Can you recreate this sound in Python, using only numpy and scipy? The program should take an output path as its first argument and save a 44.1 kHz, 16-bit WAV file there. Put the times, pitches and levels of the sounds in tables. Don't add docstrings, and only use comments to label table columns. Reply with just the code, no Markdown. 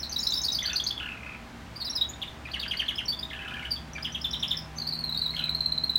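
import sys
import numpy as np
from scipy import signal
from scipy.fft import rfft, irfft
from scipy.io import wavfile

SR = 44100
rng = np.random.default_rng(int(sys.argv[2]) if len(sys.argv) > 2 else 0)


def to_wav(s):
    ch = np.atleast_2d(s).T
    pcm = np.round(np.clip(ch, -1, 1) * 32767)
    wavfile.write(sys.argv[1], SR, pcm.astype(np.int16))


N = 263718
TIME = np.arange(N) / SR

# t/s, level/dB
BEAK = [(0, 6), (.45, 4), (.9, 1), (1.9, 3.5), (2.05, -3.5), (2.25, 3.5), (2.6, 3), (3.15, 2.5), (3.7, 2),
        (4.1, 1), (4.9, 3), (5.3, 3.5), (5.8, 0.5)]


def gain_of(db):
    return 10 ** (np.asarray(db) / 20)


def evened(x):
    return x / np.sqrt(np.mean(x ** 2) + 1e-20)


def read(points, hz):
    f, value = np.transpose(points)
    return np.interp(np.log(hz + 1), np.log(f), value)


def at_time(curve, s):
    return np.interp(s, *np.transpose(curve))


def add(mix, s, sound):
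    start = max(round(s * SR), 0)
    part = mix[start:][:len(sound)]
    part += sound[:len(part)]


def drift(rate_hz):
    hz = np.fft.rfftfreq(N, 1 / SR)
    lowpass = np.exp(-.5 * (hz / rate_hz) ** 2)
    return evened(irfft(rfft(rng.standard_normal(N)) * lowpass, N))


def glide(length, start, middle, end):
    u = np.linspace(0, 1, max(round(length * SR), 8))
    slope = 4 * middle - 3 * start - end
    curvature = 2 * (start + end - 2 * middle)
    return u, start + slope * u + curvature * u * u


def syrinx(s, hz, tremor, jitter):
    shake = np.take(tremor, round(s * SR) + np.arange(len(hz)), mode="wrap")
    return 2 * np.pi * np.cumsum(hz * (1 + jitter * shake)) / SR


def pulsed(s, u, tremor, sharpness, unrest_db):
    unrest = np.take(tremor, np.arange(len(u)) - round(s * SR), mode="wrap")
    arch = np.sin(np.pi * u ** 0.95)
    return abs(arch) ** sharpness * gain_of(unrest_db * unrest)


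def whistle(phase, hz, second_db, third_db, fourth_db, beak_db):
    # f/Hz, level/dB
    leak = [(3000, -6.5), (6000, -34), (8000, -40.5), (9500, -26.5), (11000, -29.5), (13000, -21),
            (15500, -15)]
    tone = np.sin(phase)
    for k, db in enumerate((second_db, third_db, fourth_db), 2):
        level = gain_of(db + beak_db + read(leak, k * hz))
        below_nyquist = k * hz < SR / 2
        tone = tone + level * below_nyquist * np.sin(k * phase)
    return tone


def bent(s, length, hz, bend, db):
    start, end = bend
    return s, length, hz * start, hz, hz * end, db


def warble_notes():
    # whistle t/s, whistle f/Hz, whistle level/dB, pip f/Hz, pip level/dB
    warbles = [(.12, 4730, -31, 3940, -22.5), (0.227, 4920, -26.5, 4000, -19.5),
               (.332, 4940, -26, 3790, -25.5), (0.4421, 4740, -22, 3840, -20.5),
               (0.545, 4580, -24.5, 3410, -22), (0.6541, 4460, -23.5, 3500, -27.5),
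               (0.7569, 4500, -23, 3450, -21.5), (0.8649, 4640, -22.5, 3420, -23.5)]
    for s, hz, db, pip_hz, pip_db in warbles:
        yield bent(s - 0.026, 0.0051, hz * 1.31, (0.92, 1.06), db - 4)
        yield bent(s, 0.01585, hz, (0.86, 1.072), db)
        yield bent(s + 0.041, 0.01, pip_hz, (0.96, 1.032), pip_db)


def dive_notes():
    # fall t/s, fall f/Hz, fall level/dB, flick's lead/s, flick f/Hz, flick level/dB, tail level/dB
    dives = [(2.536, 3050, -27.5, 0.022, 4440, -36, -40), (2.625, 3040, -28.5, 0.031, 4570, -29.5, -41.5),
             (2.709, 3130, -24.5, 0.03, 4830, -32, -38.5), (2.793, 3080, -23, 0.024, 4530, -27.5, -38.5),
             (2.882, 3183, -22.5, 0.022, 4260, -41, -39.5), (2.979, 3103, -22.5, 0.024, 5060, -35.5, -41.5),
             (4.046, 3173, -25.5, 0.021, 4990, -29, -45.5), (4.1459, 3210, -26.5, 0.025, 5950, -39, -56),
             (4.243, 3494, -23, 0.03, 5290, -33.5, -61), (4.331, 3570, -25.5, .023, 5320, -32, -63),
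             (4.426, 3350, -21, 0.03, 5480, -35.5, -56), (4.508, 3495, -23.5, 0.03, 5200, -32, -45)]
    for s, hz, db, lead, flick_hz, flick_db, tail_db in dives:
        yield bent(s - lead, 0.01, flick_hz, (0.93, 1.054), flick_db)
        yield bent(s, 0.01674, hz, (1.08, 0.815), db)
        yield bent(s + 0.021, 0.022, hz * 0.63, (1.3, 0.672), tail_db)


def single_notes():
    # t/s, length/s, middle f/Hz, level/dB
    slurs = [(0, 0.011, 5340, -32.5), (.03, .0095, 4115, -26.5), (.111, 0.016, 5700, -36),
             (.184, 0.017, 5300, -30), (.27, 0.0061, 5300, -24), (.434, 0.0091, 5230, -24.5),
             (1.8, 0.037, 4380, -30.5), (1.814, 0.018, 3800, -36.5), (1.846, 0.025, 4920, -29.5),
             (1.8646, 0.029, 3910, -30.5), (1.928, .015, 4030, -34.5), (1.952, 0.024, 5076, -24.5),
             (1.97, 0.027, 3820, -30), (2.4526, 0.012, 2430, -35.5), (2.275, .018, 3510, -37),
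             (2.599, 0.0051, 3760, -27), (3.055, 0.01, 5500, -35), (3.7067, 0.026, 4660, -25.5),
             (3.7595, .02, 3370, -37.5), (3.934, 0.003, 5780, -35.5), (3.951, 0.029, 2324, -34),
             (4.568, 0.014, 5180, -29.5)]
    whistles = [(.321, 0.0065, 3766, -20), (.354, 0.046, 5260, -29.5), (.523, 0.021, 5100, -28),
                (.9776, 0.0052, 3390, -25), (1.757, 0.027, 4774, -36.5), (1.896, 0.02, 5520, -26),
                (2.011, 0.0195, 3834, -17.5), (2.029, .032, 3400, -37.5), (2.088, 0.021, 6880, -34.5),
                (2.133, 0.013, 3680, -38), (3.0816, 0.017, 4590, -20.5), (3.1218, 0.023, 3460, -30),
                (3.1898, 0.011, 4835, -29.5), (3.229, 0.011, 3670, -26), (4.759, 0.035, 6290, -45),
                (4.783, 0.0085, 4510, -29.5), (4.8673, 0.015, 4463, -25)]
    swoops = [(2.215, 0.027, 3344, -29), (2.469, 0.024, 1880, -43.5), (3.9795, 0.011, 1653, -39)]
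    for table, bend in ((slurs, (1.09, 0.98)), (whistles, (0.97, 1.02)), (swoops, (1, 0.556))):
        for s, length, hz, db in table:
            yield bent(s, length, hz, bend, db)


def song():
    out, tremor = np.zeros(N), drift(370)
    for s, length, start, middle, end, db in (*warble_notes(), *dive_notes(), *single_notes()):
        u, hz = glide(length, start, middle, end)
        rough = (0.5 + 1.98 * abs(np.log(end / start))) * tremor
        phase = syrinx(s, hz, rough, jitter=0.029)
        tone = whistle(phase, hz, second_db=4.5, third_db=-2.0, fourth_db=-5.0, beak_db=at_time(BEAK, s))
        breath = pulsed(s, u, rough, sharpness=0.55, unrest_db=2.5)
        add(out, s, gain_of(db) * breath * tone)
    return out


def ring(x, t60s, build_up):
    hz, t, z = signal.stft(rng.standard_normal(SR), SR, nperseg=256)
    decay = gain_of(-60 * t / read(t60s, hz)[:, None])
    tail = signal.istft(z * decay, SR, nperseg=256)[1]
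    tail = tail * (1 - np.exp(-(TIME[:len(tail)] / build_up) ** 2))
    return signal.fftconvolve(x, tail / np.linalg.norm(tail))[:N]


def diffuse_treble(x):
    # f/Hz, share/0-1
    diffuse_share = [(3000, 0.01), (4200, 0), (6000, 0), (9000, 0.88)]
    # f/Hz, t60/s
    diffuse_decay = [(3000, 0.086), (12000, 0.011)]
    spectrum = rfft(x, 2 * N)
    share = np.clip(read(diffuse_share, np.fft.rfftfreq(2 * N, 1 / SR)), 0, 1)
    passed = irfft(spectrum * np.sqrt(1 - share))[:N]
    diffuse = irfft(spectrum * np.sqrt(share))[:N]
    return passed + ring(diffuse, diffuse_decay, build_up=0.0009)


def echoes(x):
    # delay/s, relative strength
    reflections = [(.0028, 0.14), (.0047, 0.097), (.0083, 0.1), (.017, 0.26)]
    out = np.zeros(N)
    for delay, strength in reflections:
        add(out, delay, strength * x)
    return out


def surroundings(whistles, low):
    # t/s, level/dB
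    turned = [(0, 3), (.4, 1.5), (.9, -0.5), (2.0, -5.5), (2.6, 1), (3.1, -1), (4.3, 1), (5.1, 3.5),
              (5.45, 0.5), (5.7, -3)]
    # f/Hz, t60/s
    yard_decay = [(1500, 0.31), (4000, 0.28), (7000, 0.28), (15000, 0.2)]
    thrown = gain_of(at_time(turned, TIME)) * (whistles + gain_of(3.0) * low)
    return gain_of(2.5) * echoes(thrown) + gain_of(-4.5) * ring(thrown, yard_decay, build_up=0.002)


def town(level_db=-45.5):
    # f/Hz, relative level per Hz/dB
    wash_shape = [(20, -7), (38, -11), (60, 5), (90, 1), (130, 2), (220, 0.5), (300, -3), (450, -9.5),
                  (900, -7.5), (1800, -10.5), (3500, -16.5), (7000, -26.5), (12000, -36.5), (16000, -34.5)]
    shape = gain_of(read(wash_shape, np.fft.rfftfreq(N, 1 / SR)))
    wash = irfft(rfft(rng.standard_normal(N)) * shape, N)
    return gain_of(level_db) * evened(wash)


def drone(hz, waver_hz, flutter_db):
    cycles = np.cumsum(hz + waver_hz * drift(4.74)) / SR + rng.random()
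    return np.sqrt(2) * np.sin(2 * np.pi * cycles) * gain_of(flutter_db * drift(2.5))


def machine_hum():
    # f/Hz, approximate rms level/dB
    hum_tones = [(57, -57.5), (68, -51.5), (118, -59.5), (235, -60), (646, -62.5), (788, -62.5),
                 (999, -63.5), (1175, -70.5)]
    return sum(gain_of(db) * drone(hz, waver_hz=1.305, flutter_db=2.6) for hz, db in hum_tones)


def roll_beats(rate_hz=34.4):
    # t/s, chip level/dB, chip f/Hz, drop of every second chip/0-1,
    # low note against the chip/dB, chip overtones above the second/dB
    roll_curves = [
        [(.612, -33.5, 1834, 0.03, 1, -25), (.645, -30, 1636, 0.04, -4, -27), (.74, -37, 1344, 0.12, 4, -22)],
        [(.998, -30.5, 1486, 0, -1, -23), (1.085, -34.5, 1380, 0.06, -1, -23),
         (1.125, -36.5, 1280, 0.01, 0.5, -26), (1.2, -42, 1216, 0.01, 6, -30), (1.235, -37.5, 1237, 0, 5, -34),
         (1.355, -36.5, 1240, 0.01, -3, -32), (1.39, -61, 1270, 0.07, -3, -32)],
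        [(3.301, -32, 1723, 0.02, -0.5, -20), (3.365, -38.5, 1510, .16, 1, -20),
         (3.49, -35, 1497, .15, 3.5, -19), (3.665, -31.5, 1487, 0.24, -7, -20)],
        [(5.332, -39, 1112, 0, -12, -14), (5.36, -30, 1663, 0, -13, -18.5),
         (5.392, -29.5, 1556, 0.05, -6.5, -21), (5.42, -40.5, 1294, 0, 3, -17.5),
         (5.49, -37.5, 1210, 0.03, 1, -18)],
    ]
    for curve in roll_curves:
        times, *controls = np.transpose(curve)
        for k, (late, louder, higher) in enumerate(rng.standard_normal((16, 3))):
            s = times[0] + k / rate_hz
            if s < times[-1]:
                db, hz, drop, low_db, upper_db = (np.interp(s, times, control) for control in controls)
                db = db - 0.5 * louder
                chip_hz = hz * (1 - drop * (k % 2))
                low_hz = hz * (1 + 0.0724 * higher)
                yield s + 0.0015 * late, db, chip_hz, db + low_db, low_hz, upper_db


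def rolls(chip_s=0.01084, low_s=0.0147, low_lag_s=0.007):
    # f/Hz, level/dB
    wide_throat = [(1100, -25), (1450, -3), (1900, -2), (2500, 2.5), (3000, 2), (3600, 0), (4300, -1),
                   (7000, -10.5), (12500, -9)]
    out, tremor = np.zeros(N), drift(500)
    for s, db, pitch, low_db, low_hz, upper_db in roll_beats():
        end = pitch * (1 + rng.uniform(-0.044, 0.093))
        u, hz = glide(chip_s, pitch * 0.86, pitch, end)
        phase = syrinx(s, hz, tremor, jitter=0.037)
        chip = 0
        for k in range(2, 11):
            level_db = read(wide_throat, k * hz) + upper_db * (k > 2)
            chip = chip + gain_of(level_db) * np.sin(k * phase)
        breath = pulsed(s, u, tremor, sharpness=1.0, unrest_db=3.5)
        add(out, s, gain_of(db) * breath * chip)

        u, hz = glide(low_s, low_hz * 1.273, low_hz, low_hz * 0.91)
        low = gain_of(read(wide_throat, hz)) * np.sin(syrinx(s, hz, tremor, jitter=0.038))
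        breath = pulsed(s, u, tremor, sharpness=0.58, unrest_db=1.5)
        add(out, s + low_lag_s, gain_of(low_db) * breath * low)
    return out


def far_engine(base_hz=78.3, third_db=-8.5):
    # t/s, level of the second order/dB
    approach = [(0, -98), (3.3, -57), (4.1, -52), (5.1, -46), (5.5, -46.5), (5.98, -49.5)]
    second = drone(2 * base_hz, waver_hz=1.47, flutter_db=1.0)
    third = gain_of(third_db) * drone(3 * base_hz, waver_hz=1.47, flutter_db=1.0)
    return gain_of(at_time(approach, TIME)) * (second + third)


def trill():
    # t/s, f/Hz
    pips = [(4.8155, 4183), (4.9223, 4160), (4.932, 4426), (4.987, 4365), (5.0377, 4186), (5.0904, 4010),
            (5.1229, 4150), (5.145, 3820), (5.173, 4410), (5.216, 4110), (5.2607, 3920), (5.3036, 4180),
            (5.346, 4220), (5.3919, 4030), (5.4387, 3994), (5.4911, 4056), (5.547, 4220), (5.6052, 4127),
            (5.658, 4174), (5.7196, 4130), (5.7771, 4043), (5.8355, 4220), (5.893, 4020), (5.954, 3980)]
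    # t/s, level/dB
    swell = [(4.82, -26.5), (5.16, -25), (5.22, -16), (5.32, -27.5), (5.44, -20), (5.56, -19), (5.66, -15),
             (5.85, -19), (5.96, -14.5)]
    # t/s, length/s
    pip_length = [(4.8, .011), (5.335, 0.0064), (5.604, 0.009), (5.95, .013)]
    out, tremor = np.zeros(N), drift(217)
    for s, pitch in pips:
        u, hz = glide(at_time(pip_length, s), pitch * 0.99, pitch, pitch * 1.005)
        phase = syrinx(s, hz, tremor, jitter=0.0095)
        tone = whistle(phase, hz, second_db=5.5, third_db=-1.0, fourth_db=-10.0, beak_db=at_time(BEAK, s))
        puff = pulsed(s, u, tremor, sharpness=1.24, unrest_db=2.2)
        add(out, s, gain_of(at_time(swell, s)) * puff * tone)
    return out


def scene():
    whistles = diffuse_treble(gain_of(0.07) * song() + gain_of(0.9) * trill())
    low = diffuse_treble(gain_of(-2.5) * rolls())
    birds = whistles + low + surroundings(whistles, low)
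    background = town() + machine_hum() + far_engine()
    return (birds + background)[None]


def record(dry):
    lowpass = signal.firwin(511, 15950, window=("kaiser", 9), fs=SR)
    return signal.oaconvolve(dry, lowpass[None], "same")


dry = scene()
out = record(dry)
to_wav(out)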